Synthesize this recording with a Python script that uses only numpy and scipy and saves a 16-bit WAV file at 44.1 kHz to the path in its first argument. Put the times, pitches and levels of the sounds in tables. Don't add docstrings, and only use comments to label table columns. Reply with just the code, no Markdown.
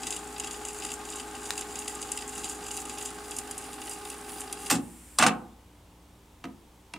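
import sys
import numpy as np
from scipy import signal
from scipy.fft import rfft, irfft
from scipy.io import wavfile

SR = 44100
rng = np.random.default_rng(int(sys.argv[2]) if len(sys.argv) > 2 else 0)


def attenuation_scalar(level_db):
    decades = np.asarray(level_db, float) / 20
    return 10 ** decades


def output_pcm(signal):
    pcm = np.clip(np.atleast_2d(signal).T, -1, 1) * 32767
    wavfile.write(sys.argv[1], SR, np.round(pcm).astype(np.int16))


N = 307818

# time_s, gear_mesh_hz, reference_tone_db
DRIVE_CURVE = [(0, 418, -50.5), (1.5, 417.3, -50), (3, 416, -50), (3.4, 415.5, -51.5), (4.7, 414.5, -51.5)]
# multiple_of_shaft_speed, relative_db, left_lead_rad
SHAFT_ORDERS = [(5, -6, 0.045), (6, -6, 0.059), (8, 1, 0.067), (9, -14.5, 0.35), (15, -5.5, 0.18),
                (16, -1, 0.12), (17, -10, 0.41)]
# time_s, level_db
DRIVE_NOISE_CURVE = [(0.0, -49), (2.5, -49.5), (4.7, -50.5)]
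# freq_hz, relative_db_per_hz
DRIVE_SPECTRUM = [(47, -40), (80, -23), (151, -12.5), (305, -4), (365, -1.5), (414, -4.5), (594, -12.5),
                  (823, 0), (985, -12.5), (1220, -5.5), (1790, -10.5), (6000, -18), (7800, -54),
                  (13200, -120)]
# centre_hz, width_hz, peak_gain_db
HOUSING_PEAKS = [(249.3, 60, 6), (386, 6.7, 6.5), (775, 37, 7), (1081, 48, 10), (1222, 18, 9),
                 (1566, 70, 7)]
# start_s, end_s, chatter_db
HUB_RUBS = [(-0, 0.166, -40), (0.413, 0.586, -43.5), (0.607, 0.698, -44.5), (.76, 0.92, -39),
            (1.087, 1.202, -42), (1.437, 1.598, -38.5), (1.723, 1.923, -40.5), (2.0, 2.222, -43),
            (2.326, 2.52, -40), (2.638, 2.815, -41.5), (2.897, 3.07, -40.5), (3.257, 3.4, -44),
            (3.57, 3.654, -44), (3.827, 3.943, -43.5), (4.065, 4.13, -45), (4.314, 4.395, -42),
            (4.626, 4.72, -38.5)]
# time_s, bright_db, dull_db
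HUB_TICKS = [(0.032, -30, -31), (0.0683, -23.5, -28.5), (0.105, -23, -35), (0.124, -29, -30),
             (0.163, -28, -33), (.362, -57, -35), (.38, -53, -39), (0.3978, -23.5, -33), (0.435, -39, -38),
             (0.444, -31, -37), (0.471, -30.5, -34), (0.509, -29.5, -37), (.6503, -27.5, -41),
             (0.684, -28.5, -41), (.834, -45, -38), (0.8483, -37, -39), (.889, -40, -36),
             (0.9377, -28, -65), (1.087, -40, -36.5), (1.101, -29, -47), (1.1223, -36, -34),
             (1.1563, -28.5, -45), (1.197, -35, -32.5), (1.35, -35.5, -40), (1.4406, -40, -53),
             (1.5232, -37, -42), (1.577, -24.5, -32.5), (1.6088, -26.5, -40), (1.755, -28.5, -34.5),
             (1.7888, -27, -54), (1.8792, -25.5, -60), (1.95, -32, -53), (2.0157, -29, -43),
             (2.0256, -28, -33), (2.117, -20, -39), (2.1655, -33, -45), (2.174, -29, -31.5),
             (2.2935, -37, -51), (2.353, -34, -45), (2.3777, -30, -54), (2.4429, -30, -32.5),
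             (2.4953, -24.5, -51), (2.665, -33, -42), (2.7122, -26, -42), (2.7661, -26, -53),
             (2.772, -28, -32), (2.8162, -32, -51), (2.8527, -33, -42), (2.895, -33, -33.5),
             (2.983, -29, -38.5), (3.024, -28.5, -53), (3.057, -28.5, -39), (3.104, -34, -53),
             (3.3088, -27.5, -57), (3.3653, -25, -45), (3.3852, -22, -33.5), (3.51, -26.5, -40),
             (3.5785, -27, -48), (3.73, -34, -40), (3.8157, -35, -37.5), (3.87, -34, -44),
             (3.911, -30.5, -45), (3.93, -36, -53), (4.051, -36, -39), (4.1, -29.5, -38), (4.293, -35, -50),
             (4.4052, -28, -52), (4.526, -23, -33), (4.66, -32, -40)]
# freq_hz, width_hz, relative_db
HUB_MODES = [(1947, 58, -6), (2776, 285, -1), (3337, 55, -4), (3560, 170, -7.5), (3890, 110, -9),
             (4853, 110, -1), (7115, 85, -3.5), (7390, 145, -5.5), (8350, 98, -23.5), (8540, 56, 1.5),
             (9300, 130, -2.5), (10060, 110, -5), (10670, 56, -11)]
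# time_s, gain_db
HUB_SHEEN = [(0, -5), (3.0, -4), (3.6, -1.5), (4.7, 0)]
# time_s, level_db (before band-pass)
SNAP_EVENTS = [(1.506, -10)]
# time_s, high_db, mid_db, low_db, air_db, burst_t60_s
CHASSIS_EVENTS = [(4.7005, -11, -39, -49, -30, 0.031), (4.7046, -19, -15, -53, -16, 0.097),
                  (4.7113, -11.5, -16, -12, -17, 0.037), (4.723, -22.5, -22, -18, -29, 0.12),
                  (4.7513, -28, -47, -19, -43, 0.093), (5.1825, -34, -37, -50, -44, 0.03),
                  (5.1868, -4.5, -7.5, -38, -12, 0.027), (5.1974, -36, -13.5, -14.5, -46, 0.073),
                  (5.2114, -21, -14, -47, -38, 0.075), (5.2248, -16, -8.5, -21.5, -33, 0.088),
                  (5.2371, -34, -9.5, -13, -39, 0.053), (5.2648, -13, -7.5, -14, -25, 0.052),
                  (5.2822, -44, -14, -18.5, -47, 0.048)]
# freq_hz, relative_db, t60_s
CHASSIS_MODES = [(121.4, -3, 0.26), (181.5, -9, 0.2), (214.6, -12, 0.18), (244.5, 7, 0.18), (280, -1, 0.19),
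                 (341, -8, 0.4), (503, -3.5, 0.13), (748, 1, 0.11), (829, 7, 0.055), (884, -15, 0.071),
                 (1066, -4, 0.036), (1200, 0, 0.054), (1426, -5, 0.065), (1497, 0, 0.047),
                 (2010, -8.5, 0.13), (2650, 3, 0.019), (3420, -6, 0.05), (4730, -16.5, 0.0414),
                 (6900, -2, 0.033), (7580, 1.5, 0.046), (8230, 0.5, 0.019)]
# time_s, high_db, mid_db, low_db, air_db, burst_t60_s
KEY_TAPS = [(6.4412, -48, -30, -26.5, -56, 0.028), (6.4535, -77, -30, -27, -64, 0.02),
            (6.9377, -21, -29, -31, -50, 0.012), (6.9617, -64, -33, -61, -62, 0.027)]
# freq_hz, relative_db, t60_s
KEY_MODES = [(166.5, -1, 0.09), (263, 2, 0.12), (321, 6.5, 0.1), (498, 6.5, 0.12), (704, 4, 0.092),
             (956, 9, 0.04), (1260, 6.5, 0.044), (1510, 3, 0.044), (2040, 6, 0.026), (2370, 9, 0.022),
             (2726, 9, 0.029), (3330, -4, 0.051), (3960, 4, 0.014)]
# freq_hz, left_minus_right_db
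BLOW_LEAN = [(90, 0), (400, -0.5), (1800, -2.5), (7000, 1), (13000, -0.5)]
# time_s, base_db
TAPE_CURVE = [(0.0, -58), (1.0, -61), (4.4, -50), (4.68, -59)]
# freq_hz, relative_db_per_hz
TAPE_SPECTRUM = [(6000, -30), (9000, -1), (10800, 0), (12000, -20.5), (14000, -6), (15600, -10),
                 (16000, -46)]
# time_s, level_db
CAPSTAN_CURVE = [(0, -51.5), (5.18, -54), (5.3, -60), (5.6, -80)]
# freq_hz, relative_db_per_hz
CAPSTAN_SPECTRUM = [(1200, -16), (2700, -15), (3500, -23), (6800, -18), (7200, -9), (10050, -9),
                    (10400, -20), (13100, -19), (13400, -15), (13700, -22), (15700, -26), (16000, -60)]
# time_s, left_minus_right_db
DECK_BALANCE = [(0.0, 1.4), (4.1, -0.7), (4.6, 0.0)]
# lag_s, gain_db
BENCH_ECHO = [(.0011, -20), (.0016, -23)]
# band_centre_hz, t60_s, side_to_mid_ratio
ROOM_DECAY = [(141, 0.58, 0.1), (470, 0.43, 0.46), (1490, 0.22, 0.45), (5370, 0.13, 1), (11700, 0.07, 0.52)]
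# freq_hz, relative_db_per_hz
ROOM_SPECTRUM = [(44, -31), (75, 1), (140, -10.5), (183, -8.5), (219, -11.5), (300, -11), (392, -11),
                 (654, -16), (875, -12), (1560, -24), (3420, -23.5), (4370, -28), (7630, -28), (15600, -35)]
# freq_hz, left_right_correlation
STEREO_LIKENESS = [(60, .999), (250, .97), (1000, 0.81), (3000, 0.66), (8000, 0.84), (13000, 1)]
# freq_hz, relative_db
HUM_PARTIALS = [(59.2, -4.5), (118.5, -17), (178.5, -12.5), (237, -15), (296, -11.5)]
# time_s, reference_db
HUM_CURVE = [(0.0, -51.5), (5.5, -52.5), (6.3, -57.5), (6.98, -58)]

SHAFT_TEETH = 8
CHATTER_REST_DB = -51


def rms_one(x):
    return x / np.sqrt(np.mean(x ** 2) + 1e-20)


def in_time(rows):
    time_s, *columns = np.transpose(rows)
    return [np.interp(np.arange(N) / SR, time_s, column) for column in columns]


def at_hz(points, hz):
    table_hz, values = np.transpose(points)
    return np.interp(np.log(hz), np.log(table_hz), values)


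def drift(rate_hz):
    r = np.exp(-80 * np.pi * rate_hz / SR)
    white = rng.standard_normal(N // 40 + 2002)
    slow = rms_one(signal.lfilter([1], [1, -2 * r, r * r], white)[2000:])
    return np.interp(np.arange(N) / 40, np.arange(len(slow)), slow)


def resonance(x, hz, width_hz):
    r = np.exp(-np.pi * width_hz / SR)
    zeros = [(1 - r * r) / 2, 0, (r * r - 1) / 2]
    poles = [1, -2 * r * np.cos(2 * np.pi * hz / SR), r * r]
    return signal.lfilter(zeros, poles, x + 1e-18)


def band(x, low_hz, high_hz):
    return signal.sosfilt(signal.butter(2, [low_hz, high_hz], "band", fs=SR, output="sos"), x)


def noise(spectrum, peaks=()):
    hz = np.maximum(np.fft.rfftfreq(N, 1 / SR), 1)
    gain = attenuation_scalar(at_hz(spectrum, hz))
    for centre_hz, width_hz, peak_db in peaks:
        gain = gain * (1 + (attenuation_scalar(peak_db) - 1) / (1 + (2 * (hz - centre_hz) / width_hz) ** 2))
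    mid, side = rfft(rng.standard_normal((2, N))) * gain
    alike = np.clip(at_hz(STEREO_LIKENESS, hz), 0, 1)
    stereo = np.sqrt(1 + alike) * mid + np.sqrt(1 - alike) * side * [[1], [-1]]
    return rms_one(irfft(stereo, N))


def burst(rise_s, t60_s, size):
    t = np.arange(size) / SR
    return (1 - np.exp(-t / max(rise_s, 1e-4))) * attenuation_scalar(-60 * t / max(t60_s, 1e-3))


def running():
    stop_s = CHASSIS_EVENTS[0][0] + 0.025
    return np.clip((stop_s - np.arange(N) / SR) / 0.012, 0, 1)


def drive():
    mesh_hz, tone_db = in_time(DRIVE_CURVE)
    noise_db, = in_time(DRIVE_NOISE_CURVE)
    speed_wander, waver_db = 0.001, 1.5
    shaft_hz = mesh_hz / SHAFT_TEETH * (1 + speed_wander * drift(4.6))
    turns = np.cumsum(shaft_hz) / SR
    tones = 0
    for order, order_db, lead_rad in SHAFT_ORDERS:
        lead = np.array([[lead_rad / 2], [-lead_rad / 2]])
        phase = 2 * np.pi * (round(order) * turns + rng.random()) + lead
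        level = attenuation_scalar(tone_db + order_db + waver_db * drift(24.0))
        tones = tones + level * np.sqrt(2) * np.sin(phase)
    hiss = noise(DRIVE_SPECTRUM, HOUSING_PEAKS)
    hiss /= np.std(band(hiss, 900, 1800))
    throb = 1 + 0.19 * np.sin(2 * np.pi * turns)
    return (tones + attenuation_scalar(noise_db + 1.0 * drift(35.0)) * throb * hiss) * running()


def chatter():
    t = np.arange(N) / SR
    rise_db_per_s, fall_db_per_s, growth_db = 122, 256, 3
    rubs = []
    for start_s, end_s, peak_db in HUB_RUBS:
        rise_db = rise_db_per_s * np.maximum(start_s - t, 0)
        fall_db = fall_db_per_s * np.maximum(t - end_s, 0)
        ungrown_db = growth_db * np.clip((end_s - t) / (end_s - start_s), 0, 1)
        rubs.append(peak_db - rise_db - fall_db - ungrown_db)
    return np.maximum(np.max(rubs, axis=0), CHATTER_REST_DB)


def hub_body(x, modes, low_hz, high_hz, scratch_db):
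    rings = 0
    for k, (hz, width_hz, mode_db) in enumerate(modes):
        rings = rings + (-1) ** k * attenuation_scalar(mode_db) * resonance(x, hz, width_hz)
    return rings + attenuation_scalar(scratch_db) * band(band(x, low_hz, high_hz), low_hz, high_hz)


def hubs():
    chatter_db, (sheen_db,), (mesh_hz, _) = chatter(), in_time(HUB_SHEEN), in_time(DRIVE_CURVE)
    sizes = attenuation_scalar(3.36 * np.minimum(rng.exponential(1, N), 4)) * rng.choice([-1, 1], N)
    clicks = rng.random(N) < 1600 * attenuation_scalar(4.0 * drift(25.0)) / SR
    grains = rms_one(sizes * clicks) * attenuation_scalar(chatter_db) * running()
    turn_at = np.flatnonzero(np.diff(np.floor(np.cumsum(mesh_hz / SHAFT_TEETH) / SR)))
    probe, ticks = rng.standard_normal(20000), np.array(HUB_TICKS)
    low = [mode for mode in HUB_MODES if mode[0] < 5800]
    high = [mode for mode in HUB_MODES if mode[0] >= 5800]
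    jitter_turns, spread_db = 0.28, 5.5
    # tick_db, modes, scratch low_hz, high_hz, scratch_db, tick_t60_s, grains_db, rattle_db
    parts = ((ticks[:, 2], low, 1800, 5500, -18, 0.03, -12, -3),
             (ticks[:, 1], high, 6000, 11500, -7, 0.022, -4, 3))
    out = 0
    for tick_db, modes, low_hz, high_hz, scratch_db, t60_s, grains_db, rattle_db in parts:
        late, own = rng.standard_normal((2, len(turn_at)))
        delay = jitter_turns * late * SR * SHAFT_TEETH / mesh_hz[turn_at]
        at = np.clip(turn_at + delay, 0, N - 1).astype(int)
        hits = np.zeros(N)
        hits[at] = attenuation_scalar(chatter_db[at] + rattle_db + spread_db * own) * running()[at]
        hits[np.round(ticks[:, 0] * SR).astype(int)] = attenuation_scalar(tick_db)
        envelope = signal.fftconvolve(hits, burst(0.0004, t60_s, size=3000))[:N]
        scuffs = envelope * rng.choice([-1, 1], N)
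        body = (modes, low_hz, high_hz, scratch_db)
        struck = hub_body(scuffs + attenuation_scalar(grains_db) * grains, *body)
        out = out + struck / np.std(hub_body(probe, *body))
    under, over = band(out, 6260, 7930), band(out, 7160, 16500)
    return out + (attenuation_scalar(-sheen_db) - 1) * under + (attenuation_scalar(sheen_db) - 1) * over


def snap():
    out = np.zeros(N)
    for time_s, level_db in SNAP_EVENTS:
        i = round(time_s * SR)
        out[i:i + 600] = rng.standard_normal(600) * burst(0.0001, 0.008, size=600) * attenuation_scalar(level_db)
    return band(out, 470, 7900)


def blows(events, modes):
    rise_s, blow_size = 0.0015, 6
    crunch_db, thud_db = 2, 10.5
    out, size = np.zeros(N + SR), SR // 2
    for time_s, high_db, mid_db, low_db, air_db, t60_s in events:
        rough, deep = rng.standard_normal((2, size))
        push = rough * burst(rise_s, t60_s, size=size)
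        colour = [(250, low_db), (1200, mid_db), (7000, high_db)]
        sound = attenuation_scalar(high_db) * band(band(push, 1420, 10500), 1460, 11000)
        sound += attenuation_scalar(mid_db + crunch_db) * band(push, 680, 2690)
        sound += attenuation_scalar(air_db) * band(push, 10300, 13100)
        thud = deep * burst(0.014, 0.22, size=size)
        sound += attenuation_scalar(low_db + thud_db) * band(thud, 159, 339)
        chances = rng.uniform(-0.98, 1, (len(modes), 2))
        for (hz, mode_db, mode_t60_s), (own, lag) in zip(modes, chances):
            width_hz = np.log(1000) / np.pi / mode_t60_s
            lift = np.sqrt(SR / width_hz) / 12
            blow = push.copy()
            blow[round((rise_s + 2 * abs(lag) / hz) * SR)] += blow_size * np.sign(lag)
            level = attenuation_scalar(mode_db + 2 * own + at_hz(colour, hz))
            sound += level * lift * resonance(blow, hz, width_hz)
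        i = round((time_s - rise_s) * SR)
        out[i:i + size] += band(sound, 70, 18000)
    lean_db = at_hz(BLOW_LEAN, np.maximum(np.fft.rfftfreq(N + SR, 1 / SR), 1))
    return irfft(rfft(out) * attenuation_scalar(lean_db / 2 * [[1], [-1]]), N + SR)[:, :N]


def tape():
    base_db, = in_time(TAPE_CURVE)
    swing_db = 0.98 * (chatter() - CHATTER_REST_DB - 8)
    return attenuation_scalar(base_db + swing_db + 2.0 * drift(10.0)) * running() * noise(TAPE_SPECTRUM)


def capstan():
    level_db, = in_time(CAPSTAN_CURVE)
    return attenuation_scalar(level_db) * noise(CAPSTAN_SPECTRUM)


def bench_echo(close):
    out, n = close.copy(), np.arange(N)
    for side, (lag_s, gain_db) in enumerate(BENCH_ECHO):
        out[side] += attenuation_scalar(gain_db) * np.interp(n - lag_s * SR, n, close[side], left=0)
    return out


def room(x):
    size = SR // 2
    t, tail = np.arange(size) / SR, 0
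    for hz, t60_s, apart in ROOM_DECAY:
        white = rng.standard_normal((2, size))
        mid, side = band(white, hz / 2.0, min(hz * 2.26, 18000)) * attenuation_scalar(-60 * t / t60_s)
        tail = tail + mid + apart * side * [[1], [-1]]
    tail = tail * np.clip(t / 0.0048, 0, 1)
    tail /= np.sqrt(np.sum(tail ** 2) / 2)
    return signal.fftconvolve(x[None], tail, axes=1)[:, :N]


def background():
    room_db, rumble_db, hum_waver_db = -57.5, -70, 1
    t, (hum_db,) = np.arange(N) / SR, in_time(HUM_CURVE)
    hum_db = hum_db + hum_waver_db * drift(0.39)
    hum = 0
    for hz, partial_db in HUM_PARTIALS:
        hum = hum + attenuation_scalar(partial_db + hum_db) * np.sqrt(2) * np.sin(2 * np.pi * (hz * t + rng.random()))
    rumble = attenuation_scalar(rumble_db) * rms_one(band(rng.standard_normal(N), 28, 46))
    return attenuation_scalar(room_db) * noise(ROOM_SPECTRUM) + rumble + hum


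def scene():
    balance_db, = in_time(DECK_BALANCE)
    balance = attenuation_scalar([balance_db / 2, -balance_db / 2])
    close = blows(CHASSIS_EVENTS, CHASSIS_MODES) + blows(KEY_TAPS, KEY_MODES)
    close = bench_echo(close + (hubs() + snap()) * balance)
    wet_db = -10.5
    wet = attenuation_scalar(wet_db) * room(close.mean(axis=0))
    return close + wet + (drive() + tape()) * balance + capstan() + background()


def band_limit(x):
    return signal.sosfilt(signal.butter(12, 16510, fs=SR, output="sos"), x)


def record(dry):
    cut = signal.sosfilt(signal.cheby2(14, 50, 16500, fs=SR, output="sos"), dry)
    return band_limit(cut)


dry = scene()
out = record(dry)
output_pcm(out)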